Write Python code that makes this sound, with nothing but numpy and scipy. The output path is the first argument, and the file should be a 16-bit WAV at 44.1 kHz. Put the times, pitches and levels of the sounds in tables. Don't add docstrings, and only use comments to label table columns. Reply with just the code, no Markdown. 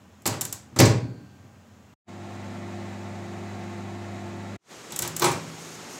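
import sys
import numpy as np
from scipy import signal
from scipy.fft import rfft, irfft, next_fast_len
from scipy.io import wavfile

SR = 44100
rng = np.random.default_rng(int(sys.argv[2]) if len(sys.argv) > 2 else 0)


def output_pcm(signal):
    pcm = np.clip(np.atleast_2d(signal).T, -1, 1) * 32767
    wavfile.write(sys.argv[1], SR, np.round(pcm).astype(np.int16))


N = 264159
TIME = np.arange(N) / SR
AGE = TIME[:2 * SR]


def from_db(db):
    return 10 ** (np.asarray(db) / 20)


def rms_one(x):
    return x / np.sqrt(np.mean(x ** 2) + 1e-20)


def at_hz(points, hz):
    f, value = np.transpose(points)
    return np.interp(np.log(hz + 1e-9), np.log(f), value)


def add(track, s, sound):
    i = round(s * SR)
    track[i:i + len(sound)] += sound[:N - i]


def drift(rate_hz):
    size, step = 4096, 100
    hz = np.fft.rfftfreq(size, step / SR)
    slow = irfft(rfft(rng.standard_normal(size)) / (1 + (hz / rate_hz) ** 2))
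    return np.interp(np.arange(N) / step, np.arange(len(slow)), rms_one(slow))


def noise(spectrum, resonances=(), ripple_db=2.0):
    size = next_fast_len(N)
    hz = np.fft.rfftfreq(size, 1 / SR)
    db = at_hz(spectrum, hz)
    for centre, width, top_db in resonances:
        db = db + top_db / (1 + (2 * (hz - centre) / width) ** 2)
    nodes = np.arange(800, 16000, 20)
    db = db + ripple_db * np.interp(hz, nodes, rng.standard_normal(len(nodes)), left=0)
    return rms_one(irfft(rfft(rng.standard_normal(size)) * from_db(db), size)[:N])


def tilt(hz, bass_db, treble_db, bass_hz=260, treble_hz=3200):
    bass = bass_db / (1 + (hz / bass_hz) ** 4)
    treble = treble_db / (1 + (treble_hz / hz) ** 2)
    return bass + treble


# frequency in Hz, time to fall 60 dB in seconds.
KITCHEN_REVERB = [(50, 0.68), (120, 0.81), (250, 0.88), (500, 0.55), (1000, 0.43), (3000, 0.41),
                  (7000, 0.32), (15000, 0.17)]


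def rattle(spectrum, t60, room_db, spread, grit_db=0.0):
    edges = 2 ** (np.arange(15, 43) / 3)
    centres = np.sqrt(edges[1:] * edges[:-1])
    share = from_db(at_hz(spectrum, centres)) * np.sqrt(np.diff(edges))
    chatter_db = grit_db * drift(150)[:len(AGE)]
    rows = []
    for low, high, hz in zip(edges, edges[1:], centres):
        third_octave = signal.butter(2, [low, high], "band", fs=SR, output="sos")
        band = signal.sosfilt(third_octave, rng.standard_normal(len(AGE)))
        direct = from_db(chatter_db * hz / (hz + 1500)) * 1000 ** (-AGE / (t60 + 2 / hz))
        tail = from_db(room_db) * 1000 ** (-AGE / at_hz(KITCHEN_REVERB, hz))
        rise = 1 - np.exp(-AGE / spread * (hz / 1000) ** .5)
        rows.append(rms_one(band) * rise * np.hypot(direct, tail))
    return centres, np.array(rows) * (share / np.linalg.norm(share))[:, None]


def ringing(hits, modes, swell_cycles=0.94):
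    s, db, bass_db, treble_db = np.transpose(hits)
    at = np.round(s * SR).astype(int)
    out = np.zeros(N)
    for hz, mode_db, t60 in modes:
        hit_energy = from_db(db + mode_db + tilt(hz, bass_db, treble_db)) ** 2
        fed = np.bincount(at, hit_energy, N) + 1e-20
        ease = np.exp(-hz / (swell_cycles * SR))
        loss = 1e-6 ** (1 / (t60 * SR))
        energy = signal.lfilter([1 - ease], np.poly([ease, loss]), fed)
        out += np.sqrt(np.abs(energy)) * np.sin(2 * np.pi * (hz * TIME + rng.random()))
    return out


def strike(hits, modes, panels, scatter_db=3.5):
    hz, bands = panels
    out = ringing(hits, modes)
    for s, db, bass_db, treble_db in hits:
        band_db = db + tilt(hz, bass_db, treble_db) + rng.normal(0, scatter_db, len(hz))
        add(out, s, from_db(band_db) @ bands)
    return out


# start in seconds, level in dB.
LATCH_SNAPS = [(0.22, -48), (0.2639, -14.5), (0.2743, -15), (0.4100, -17), (0.4151, -18), (0.451, -21),
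               (0.5259, -19.5), (0.8016, -9), (4.9211, -30.5), (4.961, -20.5), (4.9898, -15), (5.0213, -18),
               (5.0759, -22.5), (5.1645, -19), (5.1959, -19.5)]
# frequency in Hz, relative level in dB, time to fall 60 dB in seconds.
LATCH_PARTS = [(3700, -15, .02), (5500, -13, .02), (6550, -11, .04), (7050, -9, .025), (7450, -1, .022),
               (8300, -8, .015), (9100, -9, .016), (10150, -7, .016), (11900, -10, .014), (13700, -7, .016),
               (14800, -14, .012)]
# frequency in Hz, relative level in dB per Hz.
LATCH_RATTLE = [(500, -17.5), (1700, -9.5), (2500, -18.5), (3700, -13.5), (5200, -11.5), (7300, -3),
                (9300, -14.5), (13700, -8), (16000, -25)]


def latch(modes_db=-3, crack_db=-1, scatter_db=1.0):
    hz, mode_db, t60 = np.transpose(LATCH_PARTS)[:, :, None]
    signs = (-1) ** np.arange(len(hz))[:, None]
    decay = 1000 ** (-AGE / t60)
    modes = signs * from_db(mode_db) * decay * np.sin(2 * np.pi * hz * AGE)
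    _, bands = rattle(LATCH_RATTLE, t60=0.022, room_db=-17.5, spread=0.0039)
    crack = from_db(crack_db) * bands.sum(axis=0)
    out = np.zeros(N)
    for s, db in LATCH_SNAPS:
        gains = from_db(modes_db + rng.normal(0, scatter_db, len(hz)))
        add(out, s, from_db(db) * (gains @ modes + crack))
    return out


# start in seconds, level in dB, extra bass in dB, extra treble in dB.
DOOR_BLOWS = [(0.2556, -22.5, -7.5, 1.5), (0.2746, -38, 7, -2.5), (0.323, -38.5, -10.5, 2),
              (0.338, -36, -0.5, 1), (0.366, -41.5, 2.5, -5.5), (0.724, -55, 19, -13.5),
              (0.7612, -27.5, -3, -6), (0.7880, -20.5, 8, 14), (0.7990, -10.5, -1.5, -8.5),
              (0.8040, -24, 11.5, -8.5), (0.8114, -16.5, -1, -11), (0.829, -31, 12.5, -7.5),
              (0.854, -23, 0.5, 2.5), (0.895, -35, 2, 3), (1.4377, -59, 12, -15)]
# frequency in Hz, relative level in dB, time to fall 60 dB in seconds.
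CASE_RINGING = [(104, -5, .58), (119, -6, .66), (133, -9, .72), (178, -11, .45), (198, -22, .8),
                (248, -8.5, .27), (285, -24, 1.1), (328, -3, .19), (371, -10, .3), (431, -14, .46),
                (536, -19.5, .6), (619, -14, .42), (791, -18, .42), (818, -22, .55), (938, -17, .42),
                (980, -19, .5), (1087, -18, .45), (1480, -42, 1.3), (1728, -23, .42), (2060, -24, .35),
                (2223, -25, .3), (2410, -24, .32), (3099, -26, .25), (4000, -22, .2)]
# frequency in Hz, relative level in dB, time to fall 60 dB in seconds.
THIN_STEEL = [(1577, -49, 4.2), (4264, -46, 1.5), (4538, -46, 1.4), (4678, -46.5, 1.5)]
# frequency in Hz, relative level in dB per Hz.
CASE_RATTLE = [(35, -24), (65, -7), (110, 4), (220, -3), (350, -5.5), (550, -4), (1000, -7), (1800, -10),
               (3000, -16), (5000, -14.5), (7400, -16), (9800, -29), (15500, -31)]
KNOCK_DB = -26


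def case():
    knocks = [(s, db + KNOCK_DB, -8, 0) for s, db in LATCH_SNAPS]
    panels = rattle(CASE_RATTLE, t60=0.087, room_db=-5.0, spread=0.0018)
    return strike(DOOR_BLOWS + knocks, CASE_RINGING + THIN_STEEL, panels)


# frequency in Hz, relative level in dB per Hz.
QUIET_KITCHEN = [(30, -39), (60, -17.5), (90, 3), (135, -11.5), (210, -3.5), (320, -16.5), (600, -17.5),
                 (1300, -23), (2700, -29), (4700, -36.5), (6900, -31), (8300, -39.5), (9500, -45),
                 (15500, -44)]
QUIET_DB = -52


def quiet_kitchen():
    return from_db(QUIET_DB) * noise(QUIET_KITCHEN)


def tone(turns, db, waver_db):
    gain = np.sqrt(2) * from_db(db + waver_db * drift(3.6))
    return gain * np.sin(2 * np.pi * (turns + rng.random()))


HUM_TONES = {2: -41.5, 4: -43.5, 8: -64, 10: -72, 12: -61, 15: -71, 16: -59.5, 22: -65, 24: -64.5}
FAN_TONES = {3: -66, 4: -52.5, 5: -56.5, 6: -57, 7: -62, 8: -46.5, 9: -58.5, 12: -64, 13: -63, 16: -54, 18:
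             -63, 20: -62}
# frequency in Hz, rms level in dB before the running gain.
PANEL_BUZZ = [(243.1, -51), (879.3, -60), (2695, -82), (4385, -80), (4490, -80)]
# frequency in Hz, relative level in dB per Hz.
RUSHING_AIR = [(30, -9), (70, -11.5), (105, 1.5), (180, 0.5), (330, -2), (460, -5.5), (620, -2.5),
               (1300, -10.5), (2200, -10), (3200, -21), (5500, -23), (7200, -21), (9600, -34.5),
               (15500, -42)]
# frequency in Hz, width in Hz, boost or dip in dB.
AIR_DUCT = [(729, 75, 6), (902, 52, 5.5), (985, 27, -3.5), (1081, 26, 10.5), (1114, 54, -1),
            (1344, 110, 3.5), (1560, 120, -1.5), (1700, 170, 3.5), (2220, 460, -1), (3800, 1200, 4.5)]
MAINS_HZ, FAN_HZ = 49.94, 43.3
SWITCH_ON_S, RUN_UP_S = 2.1, 0.2
TONES_DB, TONES_START_DB = 1.04, -6
AIR_DB, AIR_START_DB = -42.5, -4


def oven(speed_wander=0.00089, flutter_db=0.37, chop_depth=0.05, wobble_turns=0.0046):
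    shortfall = np.exp(-np.maximum(TIME - SWITCH_ON_S, 0) / RUN_UP_S)
    tones_db = TONES_DB + TONES_START_DB * shortfall
    air_db = AIR_DB + AIR_START_DB * shortfall
    speed_hz = FAN_HZ * (1 + speed_wander * drift(0.96))
    turns = np.cumsum(speed_hz) / SR + wobble_turns * drift(25)
    hum = sum(tone(k * MAINS_HZ * TIME, db, waver_db=.5) for k, db in HUM_TONES.items())
    fan = sum(tone(k * turns, db, waver_db=2.1) for k, db in FAN_TONES.items())
    buzz = sum(tone(hz * TIME, db, waver_db=2.5) for hz, db in PANEL_BUZZ)
    chop = 1 + chop_depth * np.sin(2 * np.pi * 4 * turns)
    air = from_db(air_db + flutter_db * drift(9)) * chop * noise(RUSHING_AIR, AIR_DUCT)
    return from_db(tones_db) * (hum + fan + buzz) + air


# frequency in Hz, relative level in dB per Hz.
OPENING_HISS = [(30, -28.5), (100, -4), (200, -0.5), (380, 1), (600, -4), (900, -5), (2000, -8.5),
                (2900, -11), (5000, -13.5), (6800, -10), (8300, -16), (9400, -23.5), (11500, -24.5),
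                (15500, -34)]
REACH_S, HISS_DB, HISS_SWELL_DB_PER_S = 4.57, -45, 2.5


def hiss():
    return from_db(HISS_DB + HISS_SWELL_DB_PER_S * (TIME - REACH_S)) * noise(OPENING_HISS)


# start in seconds, level in dB, extra bass in dB, extra treble in dB.
DOOR_JOLTS = [(4.905, -46, 14, 3), (4.9211, -39, -9, 3), (4.998, -41, 15.5, -4), (5.010, -45.5, 13, -8),
              (5.024, -34.5, -15, 6.5), (5.036, -37, 9.5, -10), (5.048, -31, -13, -5),
              (5.206, -28.5, -7, -12), (5.2198, -16.5, -8.5, -2.5), (5.2420, -15.5, -16.5, -0.5),
              (5.2495, -21, -5.5, -28), (5.260, -20.5, -5.5, -11), (5.314, -31.5, -6, 1.5)]
# frequency in Hz, relative level in dB, time to fall 60 dB in seconds.
DOOR_RINGING = [(108, -19, .5), (138, -13, .5), (162, -15, 1.9), (246, -19, .35), (351, -2, .2),
                (378, -11, .4), (470, -18, .3), (560, -21, .54), (819, -15, .35), (861, -12, .2),
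                (945, -12, .33), (1147, -17, .35), (1287, -14, .22), (1365, -24, .4), (1475, -25, .34),
                (2130, -22, .25), (4150, -17, .15)]
# frequency in Hz, relative level in dB per Hz.
DOOR_RATTLE = [(40, -23), (110, 5.5), (220, -4), (350, -6.5), (600, -5.5), (1150, -7), (1600, -8.5),
               (2200, -9), (3000, -12), (4300, -10.5), (7400, -9.5), (9800, -18.5), (15500, -23)]


def door():
    panels = rattle(DOOR_RATTLE, t60=0.062, room_db=-4.0, spread=0.0014)
    return strike(DOOR_JOLTS, DOOR_RINGING, panels)


# start in seconds, length in seconds, level in dB.
HAND_STROKES = [(5.569, .22, -50.5), (5.883, .12, -48.5)]
# frequency in Hz, relative level in dB per Hz.
HAND_RUB = [(300, -26.5), (1200, -4.5), (2300, -1.5), (3500, -13), (6500, 9), (9000, -4), (11500, -5.5),
            (15500, -13)]
STROKE_EDGE_S = .035


def hand(grain_db=2.5):
    pressure = np.zeros(N)
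    for s, length, db in HAND_STROKES:
        to_edge = np.minimum(TIME - s, s + length - TIME)
        pressure += from_db(db) * np.clip(to_edge / STROKE_EDGE_S, 0, 1)
    return pressure * from_db(grain_db * drift(60)) * noise(HAND_RUB)


def fade(start, end, fade_in):
    fade_out = 0.015
    early = np.maximum(start - TIME, 0) / fade_in
    late = np.maximum(TIME - end, 0) / fade_out
    return from_db(-60 * (early + late))


# start in seconds, end in seconds, fade-in in seconds per 60 dB.
THREE_MOMENTS = [(0, 1.938, 0.4), (2.087, 4.563, .042), (4.713, 6, 0.18)]


def scene():
    first, second, third = (fade(*moment) for moment in THREE_MOMENTS)
    handling = latch() + case() + door()
    closing = handling + quiet_kitchen()
    opening = handling + hiss() + hand()
    return (first * closing + second * oven() + third * opening)[None]


def record(dry, low_cut_hz=62, top_cut_hz=15700):
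    low_cut = signal.butter(2, low_cut_hz, "high", fs=SR, output="sos")
    top_cut = signal.ellip(10, .1, 80, top_cut_hz, fs=SR, output="sos")
    rounded = np.tanh(signal.sosfilt(low_cut, dry))
    return signal.sosfilt(top_cut, rounded)


dry = scene()
out = record(dry)
output_pcm(out)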